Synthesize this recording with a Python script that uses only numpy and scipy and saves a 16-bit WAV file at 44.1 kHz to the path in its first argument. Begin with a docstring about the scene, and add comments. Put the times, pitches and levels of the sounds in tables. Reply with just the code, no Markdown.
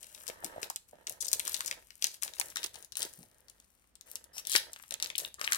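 """In a carpeted room, hands turn a foil card pack and tear it open, close by on the left.
Creases in the foil buckle with sharp snaps over finer crinkling, and whole panels flip with a pop.
The pinched seam squeaks, then rips. Fingers rub and knock the cards, which slide inside the pack.
A glass door and the room give a soft echo, and a low hush lies under it all."""
import sys
import numpy as np
from scipy import signal
from scipy.fft import rfft, irfft
from scipy.io import wavfile
from scipy.ndimage import uniform_filter1d, map_coordinates

SR = 44100
rng = np.random.default_rng(int(sys.argv[2]) if len(sys.argv) > 2 else 0)


def unload_wav(signal):
    """Save mono or channel-first audio to the path in sys.argv[1] as 16-bit WAV at rate SR, clipped to [-1, 1]."""
    wavfile.write(
        sys.argv[1],
        SR,
        np.round(np.clip(np.atleast_2d(signal).T, -1, 1) * 32767).astype(np.int16),
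    )


N = 245794
TIME = np.arange(N) / SR
SIDES = np.array([[1], [-1]])  # left, right


def undb(db):
    """Turn decibels into a number to multiply by."""
    return 10 ** (np.asarray(db) / 20)


def unit(x):
    """Scale a sound to an average power of 1."""
    return x / np.sqrt(np.mean(x ** 2))


def butter(x, order, hz, kind):
    """Keep the lows, the highs or a band of a sound."""
    return signal.sosfilt(signal.butter(order, hz, kind, fs=SR, output="sos"), x)


def colour(x, points):
    """Shape the tone along a curve of (f/Hz, level/dB) points."""
    hz, db = np.transpose(points)
    f = np.fft.rfftfreq(x.shape[-1], 1 / SR) + 1
    return irfft(rfft(x) * undb(np.interp(np.log(f), np.log(hz), db)), x.shape[-1])


def place(x, pan_db):
    """Make the left side pan_db louder than the right."""
    return x * unit(undb(SIDES * pan_db / 2))


def add(out, x, t):
    """Mix a stereo sound in, with its middle at t seconds."""
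    start = int(t * SR) - x.shape[1] // 2
    a, b = max(start, 0), min(start + x.shape[1], N)
    out[:, a:b] += x[:, a - start:b - start]


def gesture(start_s, length_s, db, swell_db=0, attack_s=0.013, release_s=0.037):
    """Loudness of one hand movement: it takes hold, changes by swell_db to reach db, and lets go."""
    t = TIME - start_s
    swell = undb(db + swell_db * (np.clip(t / length_s, 0, 1) - 1))
    return np.clip(t / attack_s, 0, 1) * swell * np.exp(-np.maximum(t - length_s, 0) / release_s)


def ringing(decay_s, size):
    """Stereo noise that dies away, with an energy of about 1 on each side."""
    tail = rng.standard_normal((2, size)) * np.exp(-np.arange(size) / SR / decay_s)
    return unit(tail) / np.sqrt(size)


def pulse(hz, octaves, travel_s, ring_db, ring_s, size):
    """A ripple in a sheet: its high notes arrive first, then it rattles between the edges."""
    f = np.fft.rfftfreq(size, 1 / SR) + 1
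    band = np.exp(-(np.log2(f / hz) / (2 * octaves)) ** 2) / np.sqrt(f)
    phase_lag = 2 * np.pi * travel_s * (2 * np.sqrt(f * hz) - f)  # speed grows as the root of frequency
    rattle = rfft(ringing(ring_s, size // 2), size)
    apart = np.clip(f / 9000, 0, 1)  # low notes reach both sides alike
    rattle[1] = np.sqrt(1 - apart ** 2) * rattle[0] + apart * rattle[1]
    spectrum = band * np.exp(-1j * phase_lag) * (1 + undb(ring_db) * rattle)
    wave = np.roll(irfft(spectrum), size // 2, axis=1)
    return wave / np.sqrt(np.sum(wave ** 2, axis=1, keepdims=True))


def crackle(per_s, spread_db, tone, travel_s, ring_db=0):
    """Tiny buckles of uneven size at six pitches, each pitch clicking about per_s times a second."""
    out = 0
    for hz in np.geomspace(2500, 12000, 6):
        sizes = undb(spread_db * np.minimum(rng.exponential(size=N), 4)) * rng.choice([-1, 1], N)
        clicks = sizes * (rng.random(N) < per_s / SR)
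        grain = pulse(hz, 0.72, travel_s, ring_db, ring_s=0.0022, size=1024) * np.sqrt(hz)
        out = out + signal.fftconvolve(clicks[None], grain, "same", axes=1)
    return unit(colour(out, tone))


# tone of the quiet room: f/Hz, level/dB
HUSH_TONE = [(20, -18.5), (60, 10.5), (120, -9), (200, -2), (330, -9), (1200, -13.5), (16000, -32.5)]
def air():
    """The low hush of the house, shared by both sides, and a separate hiss on each."""
    hush = butter(rng.standard_normal(N), 1, 500, "low")
    hiss = rng.standard_normal((2, N))
    bright_hiss = butter(hiss, 1, 500, "high")
    return unit(colour(hush + bright_hiss + .5 * hiss, HUSH_TONE)) * undb(-73.3)


# tone of the echo from the walls: f/Hz, level/dB
WALL_TONE = [(100, -3), (550, 0), (1000, 0), (1800, 1.5), (4000, 3.5), (8000, -2.5), (11000, -0.5),
             (16000, -0.5)]
def room(x, low_fade_s=0.26, high_fade_s=0.27, door_s=0.011):
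    """The left side's sound bounces off the glass door, then dies away quickly around the room."""
    t = TIME[:SR // 2]
    low = butter(ringing(low_fade_s / np.log(1000), len(t)), 2, 5000, "low")  # 60 dB down per fade time
    high = butter(ringing(high_fade_s / np.log(1000), len(t)), 2, 5000, "high")
    tail = (low + high) * np.clip(t / door_s, 0, 1)
    door = np.roll(ringing(0.0037, len(t)), int(door_s * SR), axis=1)
    echo = undb(-11.2) * tail + undb(-17) * door
    return colour(signal.fftconvolve(x[:1], echo, axes=1)[:, :N], WALL_TONE) * undb(-3)


# skin strokes the pack: start t/s, length/s, level/dB
SKIN_STROKES = [(0, 0.51, -67.5), (0.272, .03, -51.5), (0.411, 0.25, -54.5), (0.919, 0.16, -67),
                (1.072, 0.11, -63.5), (1.221, 0.56, -58.5), (2.025, 0.12, -66), (2.245, 0.044, -57.5),
                (2.375, 0.12, -59.5), (2.573, 0.083, -58.5), (2.728, 0.08, -63), (2.987, 0.068, -51),
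                (3.129, 0.48, -75), (4.042, 0.54, -68), (4.546, 0.14, -58.5), (4.904, 0.011, -51.5),
                (5.007, 0.099, -58.5), (5.183, 0.081, -55.5), (5.38, 0.27, -58)]
def rubbing():
    """How hard skin drags on the pack at each moment."""
    return sum(gesture(*stroke) for stroke in SKIN_STROKES)


def arms():
    """Moving arms make a faint rumble that swells with the rubbing."""
    middle, side = butter(rng.standard_normal((2, N)), 1, [45, 110], "band")
    rumble = unit(middle + .4 * SIDES * side)
    effort = uniform_filter1d(np.sqrt(rubbing()), SR // 4)
    return rumble * effort * undb(-43)


# tone of skin rubbing on the pack: f/Hz, level/dB
SKIN_TONE = [(70, -11.5), (190, -12), (330, -5), (580, -5), (850, -1), (1300, -6.5), (1750, -8.5),
             (2600, -16.5), (4000, -19), (9000, -51)]
# fingers knock the cards: t/s, level/dB, f/Hz, ring time/s
CARD_KNOCKS = [(0.299, -17, 550, 0.0013), (0.439, -17.5, 696, 0.016), (0.454, -23.5, 316, 0.022),
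               (0.563, -16, 610, 0.0048), (0.582, -14.5, 696, 0.0017), (0.631, -22, 415, 0.0037),
               (0.933, -23.5, 636, 0.028), (1.109, -23, 644, .034), (1.359, -28, 520, 0.0035),
               (2.262, -26.5, 830, .012), (2.400, -17.5, 975, 0.0031), (2.562, -13.5, 1510, 0.0056),
               (2.648, -27.5, 384, 0.0093), (2.757, -28.5, 850, .012), (3.053, -25, 390, 0.0018),
               (3.191, -27, 161, 0.044), (3.235, -38.5, 740, .017), (4.369, -30, 810, 0.011),
               (4.552, -15.5, 430, .0038), (4.923, -26.5, 670, 0.00069), (5.222, -24, 545, 0.033),
               (5.413, -23.5, 590, 0.0033)]
def fingers(slips_per_s=700, thump_hz=222):
    """Skin drags over the pack in small slips; each knock on the cards also thumps the hand."""
    slips = rng.standard_normal(N) * (rng.random(N) < slips_per_s / SR)
    body = signal.fftconvolve(slips[None], ringing(0.004, size=1024), axes=1)[:, :N]
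    out = unit(colour(slips + undb(10.5) * body, SKIN_TONE)) * rubbing()
    for t, db, hz, ring_s in CARD_KNOCKS:
        cards = pulse(hz, octaves=0.21, travel_s=0.00043, ring_db=-5, ring_s=ring_s, size=8192)
        flesh = pulse(thump_hz, octaves=1, travel_s=0.0011, ring_db=9, ring_s=ring_s, size=8192)
        knock = cards + undb(-4) * thump_hz / hz * flesh  # deeper knocks thump more
        add(out, undb(db) * knock[[0, 0]], t)  # same wave on both sides
    return place(out, pan_db=-1)


# cards slide inside the wrapper: start t/s, length/s, final level/dB, swell/dB
CARD_SLIDES = [(0.199, 0.435, -59.5, 3), (5.374, 0.23, -40, 19)]
def sliding_cards(slips_per_s=900):
    """Card edges catch and slip on the foil, and two hollows in the pack ring."""
    slips = rng.standard_normal(N) * (rng.random(N) < slips_per_s / SR)
    hollows = sum(pulse(hz, octaves=.12, travel_s=.001, ring_db=-8, ring_s=.002, size=1024)
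                  for hz in (1250, 1700))
    rustle = unit(signal.fftconvolve(slips[None], hollows, "same", axes=1))
    return place(rustle, pan_db=3.5) * sum(gesture(*push) for push in CARD_SLIDES)


# foil drags over foil: middle t/s, length/s, level/dB, f/Hz
FOIL_SCRAPES = [(0.289, 0.013, -43, 8200), (0.643, 0.018, -54, 4020), (1.214, 0.022, -36, 7400),
                (1.253, .022, -39.5, 6940), (1.285, 0.012, -35.5, 7540), (1.672, 0.019, -42, 7760),
                (2.585, 0.031, -47.5, 4330), (2.665, 0.028, -58, 6300), (3.029, 0.019, -58, 6500)]
def scrapes():
    """Slips too fast to hear apart each send a ripple through the foil, making a short buzz."""
    out = np.zeros((2, N))
    for t, length_s, db, hz in FOIL_SCRAPES:
        size = int(length_s * SR)
        gaps_s = .0009 * rng.uniform(.5, 1.5, size=200)
        slips = np.bincount((np.cumsum(gaps_s) * SR).astype(int), minlength=size)[:size]
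        faded = slips * signal.windows.tukey(size, .6)
        ripple = pulse(hz, octaves=.42, travel_s=.0006, ring_db=-4, ring_s=.001, size=512)
        buzz = unit(signal.fftconvolve(faded[None], ripple, axes=1))
        add(out, undb(db) * place(buzz, pan_db=33), t)
    return out


# tone of crackling foil: f/Hz, level/dB
FOIL_TONE = [(400, -12), (1000, -6), (2500, -6.5), (4500, -10), (10000, 1), (13000, -2), (16000, -1)]
# fingers squeeze the foil: start t/s, length/s, level/dB
FOIL_SQUEEZES = [(0, 0.3, -52.5), (0.256, 0.049, -57), (0.322, .11, -63.5), (0.429, 0.036, -49),
                 (0.51, 0.092, -59), (0.615, 0.012, -37), (.7, 0.015, -64), (0.866, .2, -68),
                 (1.076, 0.031, -50), (1.21, 0.33, -48), (1.455, .28, -46), (1.787, 0.26, -60),
                 (2.009, 0.14, -49.5), (2.215, 0.05, -39), (2.34, .18, -49), (2.549, 0.12, -49.5),
                 (2.733, 0.063, -50.5), (2.97, 0.059, -37.5), (3.06, 0.18, -56), (3.247, 0.65, -69),
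                 (4.058, 0.072, -51.5), (4.702, 0.19, -58), (5, 0.1, -52.5), (5.176, 0.076, -44),
                 (5.389, 0.11, -46), (5.507, 0.055, -41)]
def crinkle():
    """Each squeeze brings fine crackling and a soft swish of foil on skin."""
    flex = sum(gesture(*squeeze, attack_s=.01, release_s=.02) for squeeze in FOIL_SQUEEZES)
    grains = crackle(per_s=45, spread_db=5, tone=FOIL_TONE, travel_s=.0007, ring_db=-2)
    swish = crackle(per_s=1200, spread_db=2, tone=FOIL_TONE, travel_s=.0007)
    return place(undb(-2.5) * grains + undb(-8) * swish, pan_db=11.5) * flex


def squeak(start_s=4.329, length_s=.068, start_hz=5090, rise_hz_per_s=9000):
    """The pinched seam sticks and slips: a shaky, raspy squeal, higher and louder as it stretches."""
    pinch = gesture(start_s, length_s, db=0, swell_db=14, attack_s=.01, release_s=.008)
    hz = start_hz + rise_hz_per_s * np.clip(TIME - start_s, 0, length_s)
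    wobble = unit(uniform_filter1d(rng.standard_normal(N), size=24))
    phase = 2 * np.pi * np.cumsum(hz * (1 + .06 * wobble)) / SR
    squeal = unit(np.sin(phase) + .35 * np.sin(2 * phase))
    rasp = crackle(per_s=800, spread_db=2.5, tone=FOIL_TONE, travel_s=.0006)
    return place(undb(-45) * squeal + undb(-43) * rasp, pan_db=7.5) * pinch


# tone of the tearing seam: f/Hz, level/dB
SEAM_TONE = [(400, -22), (650, -17), (1000, -53), (1800, -7), (2500, -23), (3200, -5), (4400, -6.5),
             (6500, -15), (10500, -5), (16000, -10)]
# the seam gives way: start t/s, length/s, final level/dB, swell/dB (below zero it fades)
SEAM_TEARS = [(1.438, 0.21, -56, -9), (4.442, 0.121, -25.5, 30.5), (5.41, 0.35, -45, 13)]
def rip():
    """The seam parts in runs of tiny breaks."""
    breaks = crackle(per_s=260, spread_db=3.5, tone=SEAM_TONE, travel_s=.0008)
    pull = sum(gesture(*tear, release_s=0.016) for tear in SEAM_TEARS)
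    return place(breaks, pan_db=24.5) * pull


# whole panels of the wrapper flip over: t/s, level/dB, f/Hz
PANEL_POPS = [(0.704, -14, 1070), (1.256, -23, 4600), (1.479, -14.5, 1320), (1.547, -10, 4270),
              (1.607, -11, 1390), (1.713, -12.5, 2620), (2.024, -11.5, 3520), (2.413, -14, 1920),
              (4.552, 1.5, 1950), (4.563, 2.5, 4370), (5.103, -14.5, 3100), (5.154, -8.5, 3080),
              (5.25, -10.5, 3360), (5.415, -11.5, 1620), (5.477, -2, 2450), (5.522, -0.5, 1920)]
def pops():
    """A panel flips with a short, hollow ring; higher notes sit further to the left."""
    out = np.zeros((2, N))
    for t, db, hz in PANEL_POPS:
        ring = pulse(hz, octaves=.24, travel_s=.001, ring_db=-8, ring_s=.002, size=2048)
        add(out, undb(db) * place(ring, pan_db=6 * np.log2(hz / 1000)), t)
    return out


# creases buckle loudly: t/s, level/dB, f/Hz, left minus right/dB
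CREASE_SNAPS = [(0.0299, -19.5, 8600, 16), (0.1483, -20, 7340, 20), (0.268, -18, 7500, 16),
                (0.2795, -10.5, 8260, 16), (0.3, -19, 3660, 27), (0.4455, -7.5, 8900, 20),
                (0.6304, -9, 4480, 14), (0.7002, -9.5, 8800, 12), (0.7604, -8.5, 7850, 0.5),
                (1.0704, -10, 6230, 12), (1.0963, -9, 9500, 18), (1.124, -21.5, 8400, 26),
                (1.225, -9, 8400, 7), (1.248, -31, 6700, 50), (1.268, -14, 11000, 4),
                (1.316, -12, 7650, 10), (1.3308, 4, 8400, 22), (1.3484, -15, 9400, -10),
                (1.396, -3.5, 9200, 14), (1.4529, -16, 9100, -1), (1.4622, -18.5, 2980, 12),
                (1.4781, -5.5, 7900, 15), (1.52, -15.5, 8350, 4), (1.5439, -3.5, 6800, 16),
                (1.5665, -13, 6650, 26), (1.607, -8, 6330, 10), (1.6611, -9.5, 9500, 17),
                (1.6788, -9, 7060, 12), (1.7124, -7, 4850, 10), (1.7268, -19, 3700, 0),
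                (1.9057, -23.5, 4900, 16), (2.0245, -5.5, 6210, 10), (2.043, 3.5, 7340, 19),
                (2.069, -8.5, 7250, 8), (2.1428, -22, 6700, 9), (2.2237, -9.5, 8850, 18),
                (2.2333, -4.5, 7750, 28), (2.279, -16, 3800, 13), (2.3368, -20, 5530, 30),
                (2.3847, -22, 6300, 21), (2.3988, -1, 8800, 20), (2.4134, -9, 3700, -19),
                (2.5022, -22.5, 8000, 10), (2.559, -9.5, 7000, 46), (2.57, -7, 4450, 8),
                (2.6316, -12.5, 5430, 16), (2.6413, -9, 6700, -43), (2.6448, -8.5, 6340, 5),
                (2.662, -15.5, 7000, -18), (2.7434, -22.5, 6950, 18), (2.757, -20, 6860, 21),
                (2.8263, -23.5, 8400, 25), (2.847, -22.5, 9450, 22), (2.9219, -18.5, 7000, 39),
                (2.955, -17, 5940, 11), (2.97, -6, 9000, 17), (2.9933, -17, 8250, -5),
                (3.0059, -13, 6300, 21), (3.0204, -8.5, 5250, 8), (3.029, -5, 7800, 25),
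                (3.0507, -17.5, 5900, 5), (3.4843, -30.5, 5050, 15), (3.4985, -25.5, 9500, 21),
                (3.6005, -31.5, 8360, 6), (3.9546, -27.5, 7450, 22), (4.011, -23, 8000, 23),
                (4.127, -39, 7300, 15), (4.156, -10, 8700, 11), (4.242, -25.5, 9030, 11),
                (4.3683, -27, 5530, 27), (4.3819, -11.5, 6500, 13), (4.4521, -20.5, 5500, 17),
                (4.471, -8, 9200, 9), (4.497, -8.5, 9000, 20), (4.518, -4.5, 7860, 7),
                (4.5262, -8.5, 6600, 11), (4.5337, -9, 6230, 10), (4.5407, -10, 6800, -16),
                (4.5542, -1, 3370, 41), (4.5611, 5, 5530, 8), (4.5744, -15, 6200, -18),
                (4.733, -16, 8500, 6), (4.762, -22, 3440, 9), (4.7986, -27, 2870, 20),
                (4.8375, -27.5, 3520, 13), (4.9088, -10, 6900, 17), (4.923, -13.5, 6200, 42),
                (4.9405, -8.5, 6900, -4), (5.0009, -15, 4600, 9), (5.0255, -2.5, 6120, 6.5),
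                (5.0443, -11.5, 5960, -3), (5.0604, -14.5, 4540, 31), (5.1021, -14, 4300, 12),
                (5.158, -15.5, 8260, 10), (5.181, -1.5, 10000, 16), (5.195, -15, 10600, -20),
                (5.201, -13, 6660, 25), (5.248, -19, 4600, 4), (5.3427, -20.5, 8550, 14),
                (5.396, -24, 3130, 8), (5.4137, -8.5, 5430, 19), (5.443, -11, 4300, 28),
                (5.4465, -9.5, 4700, 10), (5.4769, -16, 3000, 20), (5.522, -1, 7200, 37),
                (5.532, -1.5, 7060, 1), (5.5477, -5.5, 5870, 22)]
def snaps():
    """A crease snaps along with four neighbours; the wrapper shivers and the cards thud faintly."""
    out = np.zeros((2, N))
    for t, db, hz, pan_db in CREASE_SNAPS:
        octaves = 0.58 * (5760 / hz)  # a stiffer, higher crease has a narrower band
        travel_s = .0007 * rng.uniform(.4, 1.6)
        crack = pulse(hz, octaves, travel_s, ring_db=-1, ring_s=.0008, size=1024)
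        shiver = pulse(0.729 * hz, 0.99, travel_s, ring_db=11, ring_s=0.0079, size=2048)
        thud = pulse(605, 1, travel_s, ring_db=3.5, ring_s=0.018, size=2048)
        add(out, undb(db) * place(crack, pan_db), t)
        add(out, undb(db - 10) * place(shiver, pan_db / 2), t)
        add(out, undb(db - 32) * place(thud, pan_db=0.5), t)
        neighbours = rng.uniform([-0.00091, -19, -1.3], [0.0065, -10, .5], (4, 3))
        for delay_s, size_db, shift_octaves in neighbours:
            small = pulse(hz * 2 ** shift_octaves, .4, travel_s, ring_db=-1, ring_s=.001, size=512)
            add(out, undb(db + size_db) * place(small, pan_db / 2), t + delay_s)
    return out


# foil tone by side; the left takes half of each cut, the right gets it as a boost: f/Hz, level/dB
SIDE_TONE = [(200, -2), (2000, -2), (4000, -.3), (7000, -1), (10500, -.3), (13000, -2.5), (16000, -3)]
# how much later the right side hears the pack as it is lifted: t/s, delay/s
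RIGHT_DELAY = [(0, 0.00037), (2.3, 0.00034), (2.6, 0.0002), (5.57, 0.00025)]
def scene():
    """Foil, fingers and cards close by, with the room's echo, moving arms and the hush behind them."""
    foil_left, foil_right = snaps() + pops() + scrapes() + crinkle() + rip() + squeak()
    foil_left = colour(foil_left, [(hz, db / 2) for hz, db in SIDE_TONE])
    foil_right = colour(foil_right, [(hz, -db) for hz, db in SIDE_TONE])
    left, right = np.array([foil_left, foil_right]) + fingers() + sliding_cards()
    delay_s = np.interp(TIME, *np.transpose(RIGHT_DELAY))
    late_right = map_coordinates(right, [(TIME - delay_s) * SR], order=5)
    pack = np.array([left, late_right])
    return pack + room(pack) + arms() + air()


def record(dry):
    """Round off the loudest peaks and cut the very highest notes."""
    top_cut = signal.ellip(10, .2, 80, 16000, fs=SR, output="sos")
    return signal.sosfilt(top_cut, np.tanh(dry))


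dry = scene()
out = record(dry)
unload_wav(out)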